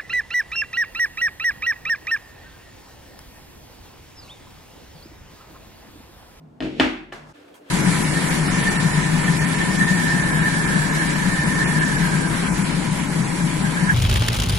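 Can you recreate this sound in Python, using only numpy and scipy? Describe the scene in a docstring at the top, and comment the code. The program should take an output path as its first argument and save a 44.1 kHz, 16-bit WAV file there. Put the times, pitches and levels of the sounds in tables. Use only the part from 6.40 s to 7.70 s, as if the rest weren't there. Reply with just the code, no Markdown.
"""A small cardboard box is handled at a wooden table in a bare, ringing room.
First there is dull room noise with a low, wavering hum: filtered noise and a drifting sine.
A light part is put down, rocks and slides; a sharp knock sets the table booming and swaying (dying sines).
A hand taps the box and shifts its grip. Then all of this stops abruptly, and fingers rub the snug lid
(noise full of tiny slips) and tick at its edge (short clicks that ring)."""
import sys
import numpy as np
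from scipy import signal
from scipy.io import wavfile
from scipy.ndimage import uniform_filter1d

SR = 44100
rng = np.random.default_rng(int(sys.argv[2]) if len(sys.argv) > 2 else 0)


def to_wav(s):
    """Save 16-bit WAV."""
    ch = np.atleast_2d(s).T  # columns
    pcm = np.round(np.clip(ch, -1, 1) * 32767)  # PCM
    wavfile.write(sys.argv[1], SR, pcm.astype(np.int16))


N = 57330
T = np.arange(N) / SR  # time of every sample in seconds


def from_db(db):
    """Turn decibels into a plain gain."""
    return 10 ** (np.asarray(db) / 20)


def rms_one(x):
    """Scale a signal so that its average power is one."""
    return x / np.sqrt(np.mean(x ** 2) + 1e-20)


def level(rows, axis=1):
    """Gain over time: straight lines between the dB points of one column."""
    rows = np.array(rows)
    return from_db(np.interp(T, rows[:, 0], rows[:, axis]))


def at_hz(points, hz):
    """Read a table at a frequency, with straight lines between points on a log-frequency axis."""
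    points = np.array(points)
    return np.interp(np.log(hz), np.log(points[:, 0]), points[:, 1])


def bands(spectrum):
    """Third-octave bands (centre in Hz, filter, gain) that give white noise this colour at unit power."""
    edges = 28 * 2 ** (np.arange(29) / 3)
    centres = np.sqrt(edges[1:] * edges[:-1])
    gains = from_db(at_hz(spectrum, centres))
    power = np.sum(gains ** 2 * np.diff(edges)) * 2 / SR
    filters = [signal.butter(2, pair, "band", fs=SR, output="sos") for pair in zip(edges, edges[1:])]
    return zip(centres, filters, gains / np.sqrt(power))


SLIPS_PER_S, SLIP_SPREAD_DB = 2600, -5.5  # the spread multiplies a random number from 0 to 4
GRAIN_DB = -10  # how much the slips add to the steady noise


def add_slips(white):
    """Rubbing surfaces stick and let go: make the noise stronger at random instants."""
    slip_here = rng.random(N) < SLIPS_PER_S / SR
    strength = from_db(SLIP_SPREAD_DB * np.minimum(rng.exponential(1, N), 4))
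    return rms_one(white * (1 + from_db(GRAIN_DB) * rms_one(slip_here * strength)))


# How long the room rings. Each row: frequency in Hz, time to fall by 60 dB in seconds.
ROOM_T60 = [(100, 0.28), (300, 0.56), (1000, 0.48), (2500, 0.52), (5000, 0.4), (12000, 0.34)]
# How alike left and right are. Each row: frequency in Hz, correlation (1 = the same in both).
LIKENESS = [(60, 1), (150, 0.72), (280, 0.63), (500, 0.097), (1000, 0.017), (3000, 0.1), (5000, 0.17),
            (8000, 0.9), (13000, 0.091)]


def noise(spectrum, ring_share=None, slips=False):
    """Coloured stereo noise; ring_share makes it die away in that share of the room's ringing time."""
    white = rng.standard_normal((2, 2, N))
    if slips:
        white = add_slips(white)
    out = 0
    for k, (hz, band_filter, gain) in enumerate(bands(spectrum)):
        # bands take turns between two noises, so neighbours are independent
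        mid, side = signal.sosfilt(band_filter, white[k % 2])
        alike = np.clip(at_hz(LIKENESS, hz), -1, 1)
        shared = np.sqrt((1 + alike) / 2) * mid
        opposed = np.sqrt((1 - alike) / 2) * side * [[1], [-1]]
        fade = 1
        if ring_share is not None:
            fade = from_db(-60 * T / (ring_share * at_hz(ROOM_T60, hz)))
        out = out + gain * fade * (shared + opposed)
    return out


def clicks(rows, axis=1):
    """One single-sample push per event, as strong as the chosen dB column."""
    out = np.zeros(N)
    for row in rows:
        out[int(row[0] * SR)] += from_db(row[axis])
    return out


def excite(force, response):
    """Let a force set off a response: every push starts a copy of it (convolution)."""
    return signal.fftconvolve(np.atleast_2d(force), np.atleast_2d(response), axes=1)[:, :N]


def ringing(modes):
    """A struck body rings as a sum of dying sines; their signs alternate."""
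    out = np.zeros(N)
    for k, (hz, db, t60) in enumerate(modes):
        out += (-1) ** k * from_db(db - 60 * T / t60) * np.sin(2 * np.pi * hz * T)
    return out


def room_tail(spectrum, ring_share=1):
    """Room reflections build up quickly, then die away band by band."""
    build_up_s = 0.0017
    return noise(spectrum, ring_share) * (1 - np.exp(-T / build_up_s))


def lean_left(x, pan_db):
    """Raise the left channel and lower the right one by the same number of dB."""
    return x * from_db([[pan_db], [-pan_db]])


def delay_left(x):
    """Sound from a near source reaches the right microphone a little earlier than the left."""
    lag_s = 0.00034
    return np.array([np.interp(T - lag_s, T, x[0]), x[0]])


# Colour of the dull room noise. Each row: frequency in Hz, relative level in dB per Hz.
RUMBLE = [(30, -25), (70, -7.5), (150, -9), (260, -1), (400, -13), (800, -15), (1500, -28), (4000, -40),
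          (12000, -52)]
RUMBLE_DB = -51


def room_rumble():
    """Dull, steady room noise made of filtered random noise."""
    return from_db(RUMBLE_DB) * noise(RUMBLE)


# The low hum swells and fades. Each row: time in seconds, level in dB.
HUM_LEVEL = [(0, -49), (.04, -46.5), (.11, -52), (.17, -56.5), (.65, -61), (.76, -52.5), (.84, -46.5),
             (.9, -52), (.93, -56)]
HUM_HZ, HUM_WAVER_HZ = 148.5, 4.2  # middle pitch and typical drift away from it


def low_hum():
    """A sine whose pitch wavers slowly with smoothed random noise."""
    waver = rms_one(uniform_filter1d(rng.standard_normal(N), size=3000))
    phase = 2 * np.pi * np.cumsum(HUM_HZ + HUM_WAVER_HZ * waver) / SR
    return level(HUM_LEVEL) * np.sqrt(2) * np.sin(phase)


# Blows on the table. Each row: start in seconds, then the strength in dB of the boom of the top,
# of the crack of the contact and of the room tail.
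KNOCKS = [(.2045, -9, -16, -17.5), (.2235, -24, -19, -24), (.249, -13, -27, -23), (.268, -15, -30.5, -41),
          (.398, 2, 1, 2), (.4003, -14.5, -8, -28), (.4235, -17.5, -15, -44), (.4435, -5, -14, -47)]
# Tones of the table top. Each row: frequency in Hz, level in dB, time to fall by 60 dB in seconds.
TABLE_MODES = [(41.7, -49.5, 2.1), (59.5, -31.5, 0.27), (83.8, -37.5, 0.3), (143.2, -29.5, 0.34),
               (204.9, -36, 0.76), (261.9, -16.5, 0.29), (315, -23.5, .6), (359.4, -28.5, 0.55),
               (465.8, -29, 0.229), (620, -23, .2), (695, -26.5, 0.095), (782.4, -36.5, 0.37)]
# Tones of the hard contact. Each row: frequency in Hz, level in dB, time to fall by 60 dB in seconds.
CRACK_MODES = [(624, -7, 0.016), (1560, -16.5, 0.012), (1849, -12.5, 0.031), (2543, -17.5, 0.036),
               (2970, -11, 0.02), (3477, -12, 0.011), (4155, -21, 0.034), (4980, -23, 0.02),
               (7690, -30, 0.0039), (11000, -54, 0.0044)]
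# Colour of the room's answer to a blow. Each row: frequency in Hz, relative level in dB per Hz.
KNOCK_TAIL = [(60, 0), (130, -20), (280, 7.5), (450, -12.5), (750, -4), (1150, -8.5), (1750, -5.5),
              (2900, -9.5), (4200, -19), (6500, -28.5), (10000, -40.5), (14000, -58)]
KNOCK_TAIL_DB, TABLE_PAN_DB, CRACK_PAN_DB = -17, 1, 1.1


def table_knocks():
    """Each blow cracks at the contact, booms in the table top and rings on in the room."""
    boom = lean_left(delay_left(excite(clicks(KNOCKS, axis=1), ringing(TABLE_MODES))), TABLE_PAN_DB)
    crack = lean_left(excite(clicks(KNOCKS, axis=2), ringing(CRACK_MODES)), CRACK_PAN_DB)
    tail = excite(clicks(KNOCKS, axis=3), room_tail(KNOCK_TAIL))
    return boom + crack + from_db(KNOCK_TAIL_DB) * tail


# Loudness of the sliding part. Each row: time in seconds, level in dB.
SLIDE_LEVEL = [(.2, -66), (.23, -27), (.3, -35), (.36, -36.5), (.4, -30), (.46, -75)]
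# Colour of the sliding. Each row: frequency in Hz, relative level in dB per Hz.
SLIDE = [(100, -7.5), (220, 3.5), (330, 0), (480, -2.5), (700, -19.5), (1200, -36), (2800, -15.5),
         (6000, -35.5), (12000, -53.5)]


def part_slide():
    """The part slides on the table in tiny slips, from the first blow on."""
    after_first_blow = T > KNOCKS[0][0]
    return level(SLIDE_LEVEL) * noise(SLIDE, slips=True) * after_first_blow


TABLE_TREBLE_CUT_HZ = 12900


def cut_table_treble(x):
    """Steeply cut the highest treble from the table sounds."""
    return signal.sosfilt(signal.butter(12, TABLE_TREBLE_CUT_HZ, fs=SR, output="sos"), x)


# The hand meets the box. Each row: start in seconds, strength in dB.
TAPS = [(.7205, -11), (.7235, 2.5)]
# Tones of the box. Each row: frequency in Hz, level in dB, time to fall by 60 dB in seconds.
BOX_MODES = [(152.7, -42.5, 0.18), (364, -38.5, 0.11), (610, -32, 0.018), (804, -35, 0.058),
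             (1177, -41, 0.2), (1745, -34, 0.052), (2970, -31, 0.0081)]
# Colour of the room's answer to a tap. Each row: frequency in Hz, relative level in dB per Hz.
TAP_TAIL = [(100, 0), (300, -1), (800, -1), (1600, -1), (3000, -11), (5000, -16), (9000, -25.5),
            (14000, -38)]
TAP_TAIL_DB = -37


def box_taps():
    """A hollow double tap: the card box rings briefly and the room answers."""
    tail = from_db(TAP_TAIL_DB) * room_tail(TAP_TAIL)
    return excite(clicks(TAPS), ringing(BOX_MODES) + tail)


# Loudness of the shifting hand. Each row: time in seconds, level in dB.
GRIP_LEVEL = [(.72, -70), (.78, -58), (.85, -54.5), (.9, -46.5), (.93, -51.5)]
# Colour of the shifting hand. Each row: frequency in Hz, relative level in dB per Hz.
GRIP = [(100, 3), (300, -6), (800, 4.5), (1300, -1.5), (2500, -21), (5000, -15.5), (9000, -23),
        (14000, -36)]


def grip_shift():
    """The hand shifts on the box in tiny slips, from the first tap on."""
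    after_first_tap = T > TAPS[0][0]
    return level(GRIP_LEVEL) * noise(GRIP, slips=True) * after_first_tap


# Card rubs on card. Each row: time in seconds, groan in dB, hiss in dB (both before the trims below).
RUB_LEVEL = [(0.94, -54.5, -57.5), (0.954, -52.5, -53), (1.078, -50.5, -57.5), (1.084, -52, -53.5),
             (1.116, -47, -59), (1.174, -55.5, -55.5), (1.2, -50, -63), (1.236, -52, -60),
             (1.3, -50, -51.5)]
# Colour of the groan. Each row: frequency in Hz, relative level in dB per Hz.
RUB_GROAN = [(35, -36), (90, -16.5), (200, -14.5), (300, -6), (380, -3.5), (500, 0), (720, -8.5),
             (900, -13), (1600, -40)]
# Colour of the hiss. Each row: frequency in Hz, relative level in dB per Hz.
RUB_HISS = [(100, -42), (600, -15), (1000, -1), (1550, 4), (2000, -2.5), (2600, -1), (4000, -7.5),
            (6000, -15.5), (10000, -21), (15000, -31)]
LID_HZ, LID_T60_S = 292, 0.18  # the lid panel's tone and its time to fall by 60 dB
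LID_DB, GROAN_DB, HISS_DB = -3.5, 0, 0.5  # trims


def lid_rub():
    """Tiny slips of the snug lid hiss and groan; steady noise keeps the lid panel sounding."""
    panel = rms_one(excite(rng.standard_normal(N), ringing([(LID_HZ, 0, LID_T60_S)])))
    low_part = from_db(GROAN_DB) * noise(RUB_GROAN, slips=True) + from_db(LID_DB) * panel
    groan = level(RUB_LEVEL, axis=1) * low_part
    hiss = level(RUB_LEVEL, axis=2) * from_db(HISS_DB) * noise(RUB_HISS, slips=True)
    return groan + hiss


# Fingernails catch on the lid. Each row: start in seconds, strength in dB.
TICKS = [(1.142, 0.5), (1.153, -1), (1.282, -10), (1.291, -2)]
# Tones of a tick. Each row: frequency in Hz, level in dB, time to fall by 60 dB in seconds.
NAIL_MODES = [(3250, -49, 0.041), (4400, -57, 0.028), (7400, -52, 0.0045)]
# Colour of the room's answer to a tick. Each row: frequency in Hz, relative level in dB per Hz.
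TICK_TAIL = [(300, -5), (1000, 12), (2300, 0), (3350, -9), (5500, -4), (10000, -3.5), (15000, -6)]
TICK_TAIL_DB, TICK_RING_SHARE = -49.5, 0.48  # the share is of the room's ringing time


def nail_ticks():
    """Fingernails tick on the lid's edge: brief high tones and a short room tail."""
    tail = from_db(TICK_TAIL_DB) * room_tail(TICK_TAIL, TICK_RING_SHARE)
    return excite(clicks(TICKS), ringing(NAIL_MODES) + tail)


BACKGROUND_END_S = .928


def scene():
    """The background, table and box sounds stop abruptly as the lid sounds come in."""
    before = np.clip((BACKGROUND_END_S - T) / 0.002, 0, 1)  # gone within 2 ms
    after = np.clip((T - BACKGROUND_END_S + 0.005) / 0.022, 0, 1)  # rises over 22 ms
    background = room_rumble() + low_hum()
    table = cut_table_treble(table_knocks() + part_slide())
    box = box_taps() + grip_shift()
    lid = lid_rub() + nail_ticks()
    return before * (background + table + box) + after * lid


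LOW_CUT_HZ, CUTOFF_HZ = 36, 16900


def record(dry):
    """The microphones lose the deepest bass; the top is cut steeply."""
    low_cut = signal.butter(2, LOW_CUT_HZ, "high", fs=SR, output="sos")
    top_cut = signal.cheby2(12, 70, CUTOFF_HZ, fs=SR, output="sos")  # 70 dB down from the cutoff up
    return signal.sosfilt(top_cut, signal.sosfilt(low_cut, dry))


dry = scene()
out = record(dry)
to_wav(out)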